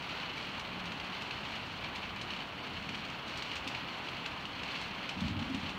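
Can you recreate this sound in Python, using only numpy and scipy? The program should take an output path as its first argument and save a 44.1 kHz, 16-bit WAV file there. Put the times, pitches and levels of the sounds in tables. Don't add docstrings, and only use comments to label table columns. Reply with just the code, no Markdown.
import sys
import numpy as np
from scipy import signal
from scipy.fft import rfft, irfft, next_fast_len
from scipy.io import wavfile
from scipy.ndimage import map_coordinates

SR = 44100
rng = np.random.default_rng(int(sys.argv[2]) if len(sys.argv) > 2 else 0)


def int16_out(signal):
    q = np.round(np.clip(np.atleast_2d(signal).T, -1, 1) * 32767)
    wavfile.write(sys.argv[1], SR, q.astype(np.int16))


N = 254898


def amp(db):
    return 10 ** (np.asarray(db) / 20)


def unit_rms(x):
    return x / np.sqrt(np.mean(x ** 2) + 1e-20)


def at_hz(points, hz):
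    knots_hz, values = np.transpose(points)
    return np.interp(np.log(hz + 1), np.log(knots_hz + 1), values)


def wobble(rate_hz):
    knots = rng.standard_normal(int(N * rate_hz / SR) + 4)
    return map_coordinates(knots, [np.arange(N) * rate_hz / SR])


def colour(x, spectrum, size=16384):
    gain = amp(at_hz(spectrum, np.fft.rfftfreq(size, 1 / SR)))
    cepstrum = irfft(np.log(gain))
    cepstrum[1:size // 2] *= 2
    cepstrum[size // 2 + 1:] = 0
    response = irfft(np.exp(rfft(cepstrum)))
    return signal.fftconvolve(x, response / np.linalg.norm(response))[:N]


def noise(spectrum):
    size = next_fast_len(N)
    gain = amp(at_hz(spectrum, np.fft.rfftfreq(size, 1 / SR)))
    return unit_rms(irfft(rfft(rng.standard_normal(size)) * gain, size)[:N])


def impacts(per_second, spread_db):
    struck = rng.random(N) < per_second / SR
    return struck * rng.choice([-1, 1], N) * amp(spread_db * np.clip(rng.standard_normal(N), -2, 2))


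def pulse(t, crest_s):
    u = np.maximum(t, 0) / crest_s
    return (u * np.exp(1 - u)) ** 2


def add(track, start_s, sound):
    part = track[max(round(start_s * SR), 0):][:len(sound)]
    part += sound[:len(part)]


# frequency in Hz, T60 in seconds.
HALL_T60 = [(100, 0.78), (1000, 0.27), (4000, 0.52), (12000, 0.18)]


def hall(x):
    hz, t, bands = signal.stft(rng.standard_normal(SR), SR, nperseg=256)
    decay = amp(-60 * t / at_hz(HALL_T60, hz)[:, None])
    _, tail = signal.istft(bands * decay, SR, nperseg=256)
    return signal.fftconvolve(x, tail / np.linalg.norm(tail))[:N]


# frequency in Hz, relative density in dB.
RUMBLE_SPECTRUM = [(15, -44), (30, -21), (50, -5), (72, -1.5), (95, -3.5), (135, -1), (190, -15.5),
                   (400, -63)]
BOOM_SPECTRUM = [(70, -30), (125, -8.5), (175, 0.5), (225, -2), (290, -3.5), (345, -14.5), (500, -43),
                 (1000, -76)]


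def building(swell_at_s=2.88, half_width_s=0.23):
    swell_db = 2.5 * np.exp(-((np.arange(N) / SR - swell_at_s) / half_width_s) ** 2)
    rumble = amp(-55.5 + swell_db + wobble(4)) * noise(RUMBLE_SPECTRUM)
    boom = amp(-51.5 + swell_db + 0.42 * wobble(3.1)) * noise(BOOM_SPECTRUM)
    return rumble + boom


def hum(start_s=0.64, length_s=0.304, pitch_hz=185, sag_hz=22):
    progress = np.clip((np.arange(N) / SR - start_s) / length_s, 0, 1)
    hz = pitch_hz - sag_hz * progress ** 3
    envelope = amp(-46 + 0.5 * wobble(17.5)) * np.sqrt(np.abs(np.sin(np.pi * progress)))
    return envelope * np.sin(2 * np.pi * np.cumsum(hz) / SR)


# start in seconds, boom level in dB, boom pitch in Hz, sway level in dB.
THUDS = [(2.737, -40.5, 215, -50), (3.657, -39, 270, -59), (5.162, -32.5, 215, -48), (5.215, -26, 194, -42),
         (5.249, -27, 213, -38.5), (5.304, -28.5, 213, -40), (5.356, -34.5, 288, -40),
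         (5.417, -30, 219, -50), (5.462, -33.5, 226, -51), (5.496, -30.5, 270, -53),
         (5.537, -32.5, 266, -50), (5.575, -36.5, 221, -52), (5.629, -35.5, 226, -47),
         (5.743, -36, 227, -62)]


def thuds(sway_centre_hz=79, wall_t60_s=1.0):
    t = np.arange(SR) / SR
    direct, wall_power = np.zeros((2, N))
    detunes = rng.uniform(-0.95, 1, len(THUDS))
    for (start_s, boom_db, boom_hz, sway_db), detune in zip(THUDS, detunes):
        sway_hz = sway_centre_hz * np.exp(0.2 * detune)
        boom = amp(boom_db - 2) * pulse(t, crest_s=0.0097) * np.sin(2 * np.pi * boom_hz * t)
        sway = amp(sway_db + 3.5) * pulse(t, crest_s=0.016) * np.sin(2 * np.pi * sway_hz * t)
        add(direct, start_s, boom + sway)
        add(wall_power, start_s, amp(boom_db - 14.5 - 60 * t / wall_t60_s) ** 2)
    return direct + amp(-11) * hall(direct) + np.sqrt(wall_power) * noise(BOOM_SPECTRUM)


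# time in seconds, strength in dB.
RAIN_STRENGTH = [(0.0, -44), (0.72, -45), (1.29, -45), (1.43, -44), (1.74, -45.5), (2.32, -45), (2.48, -46),
                 (3.46, -45.5), (3.57, -44.5), (4.46, -46), (4.8, -43.5), (5.07, -45.5), (5.78, -45.5)]
# frequency in Hz, relative density in dB.
WASH_SPECTRUM = [(150, -15), (330, -2), (480, -4), (700, -1.5), (920, 1), (1350, -1.5), (1850, -5.5),
                 (2400, -4), (3000, -3), (3700, -12.5), (4300, -16), (5000, -30.5), (8000, -41.5),
                 (10500, -45)]
SHEET_SPECTRUM = [(300, -28), (900, -9.5), (1800, -8.5), (2350, -1.5), (2950, -0.5), (3350, -5.5),
                  (3750, -10), (4300, -4.5), (4950, -18.5), (6200, -24), (8000, -39), (10500, -44),
                  (15000, -43)]
SPLASH_SPECTRUM = [(1000, -25), (2200, -9), (3500, 13), (5500, 6), (6700, 0.5), (8200, -6), (9400, -12),
                   (10500, -29), (15500, -30)]


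def rain(ring_t60_s=0.11):
    strength_db = np.interp(np.arange(N) / SR, *np.transpose(RAIN_STRENGTH))
    mean_db = strength_db.mean()
    far_surge_db = 0.55 * (strength_db - mean_db)
    near_surge_db = 1.6 * (strength_db - mean_db)
    flurry = wobble(14)
    wash = amp(1 + far_surge_db + 0.5 * wobble(8.6)) * noise(WASH_SPECTRUM)

    taps = unit_rms(colour(impacts(per_second=3000, spread_db=3), SHEET_SPECTRUM))
    patter = amp(-5 + near_surge_db + 2.05 * flurry) * taps

    ring_decay = amp(-60 * np.arange(SR // 10) / SR / ring_t60_s)
    medium_drops = impacts(per_second=55, spread_db=1)
    ring_power = signal.fftconvolve(medium_drops ** 2, ring_decay ** 2)[:N]
    ringing = unit_rms(np.sqrt(np.abs(ring_power)) * noise(SHEET_SPECTRUM))
    pings = amp(-4.5 + near_surge_db) * ringing

    droplets = unit_rms(colour(impacts(per_second=4200, spread_db=-1.5), SPLASH_SPECTRUM))
    spray = amp(-18.5 + near_surge_db + 2 * flurry + 2.5 * wobble(70)) * droplets
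    return amp(mean_db) * (wash + patter + pings + spray)


def lesser_drops(count=22, ping_db=-37.5, pitch_hz=2794, splash_db=-59):
    starts_s = (np.arange(count) + rng.random(count)) * N / SR / count
    scatter = np.clip(rng.standard_normal((count, 3)), -1.5, 1.5)
    return [(start_s, ping_db + 3 * size, pitch_hz * np.exp(0.064 * detune), splash_db + 2 * wetness)
            for start_s, (size, detune, wetness) in zip(starts_s, scatter)]


# start in seconds, ping level in dB, pitch in Hz, splash level in dB.
HEAVY_DROPS = [(0.1977, -31.5, 2630, -61), (0.3765, -33, 2330, -56), (0.5939, -32, 3020, -50.5),
               (0.798, -32.5, 2970, -62), (0.8534, -39, 2720, -53), (0.9183, -28.5, 2650, -58),
               (0.9978, -31.5, 2800, -58), (1.2176, -35, 2640, -51.5), (1.3074, -28.5, 2910, -59),
               (1.5534, -41, 2900, -54), (1.842, -28.5, 2310, -64), (1.9566, -31.5, 2680, -50),
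               (2.2119, -33, 2950, -48.5), (2.3043, -30, 3010, -57), (2.8894, -30.5, 2390, -54),
               (2.9442, -30.5, 2970, -61), (3.0475, -39, 2870, -57), (3.0982, -39, 2750, -54),
               (3.2764, -40, 2720, -53), (3.3722, -34, 2740, -48), (3.4212, -28, 2680, -49),
               (3.5139, -30, 3070, -55), (3.5538, -31.5, 2610, -46), (3.674, -28.5, 2800, -43.5),
               (3.7462, -28, 2690, -60), (4.0847, -31, 2700, -58), (4.1659, -34, 2640, -61),
               (4.2588, -27, 2910, -51), (4.452, -32, 2860, -54.5), (4.6309, -29.5, 2860, -54.5),
               (4.8125, -32.5, 2740, -50.5), (5.09, -29, 2540, -48), (5.2034, -40, 3070, -49.5),
               (5.2799, -32.5, 2950, -55), (5.3898, -36, 3050, -54), (5.5442, -34, 2750, -49.5),
               (5.691, -30.5, 2640, -52.5)]
# frequency in Hz, relative density in dB.
MIST_SPECTRUM = [(5000, -14), (8500, 8), (10400, -2), (12000, 0), (15500, -5)]


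def roof_drops(crest_s=0.0028, reland_s=0.013):
    t = np.arange(SR // 8) / SR
    strike = pulse(t, crest_s)
    spatter = pulse(t, 1.2 * crest_s) + amp(-9) * pulse(t, reland_s)
    tones, clatter, splashes, mist = np.zeros((4, N))
    for start_s, ping_db, pitch_hz, splash_db in [*HEAVY_DROPS, *lesser_drops()]:
        clatter_noise, splash_noise, mist_noise = rng.standard_normal((3, len(t)))
        mist_db = splash_db - 20.5 + 1.5 * rng.standard_normal()
        add(tones, start_s, amp(ping_db - 8.5) * strike * np.sin(2 * np.pi * pitch_hz * t))
        add(clatter, start_s, amp(ping_db - 7.5) * strike * clatter_noise)
        add(splashes, start_s, amp(splash_db + 2.5) * spatter * splash_noise)
        add(mist, start_s, amp(mist_db) * spatter * mist_noise)
    metal = tones + colour(clatter, SHEET_SPECTRUM)
    water = colour(splashes, SPLASH_SPECTRUM) + colour(mist, MIST_SPECTRUM)
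    direct = metal + water
    return direct + amp(-8.5) * hall(direct)


def scene():
    return (rain() + roof_drops() + thuds() + building() + hum())[None]


# frequency in Hz, relative density in dB.
HISS_SPECTRUM = [(1000, 9), (9500, 2.5), (10400, -4.5), (11300, 1), (16000, 2)]


def record(dry):
    hiss_db, limit_hz = -71.5, 15750
    size = next_fast_len(N + SR // 2)
    heard = dry + amp(hiss_db) * noise(HISS_SPECTRUM)
    passband = np.fft.rfftfreq(size, 1 / SR) < limit_hz
    return irfft(rfft(heard, size) * passband, size)[..., :N]


dry = scene()
out = record(dry)
int16_out(out)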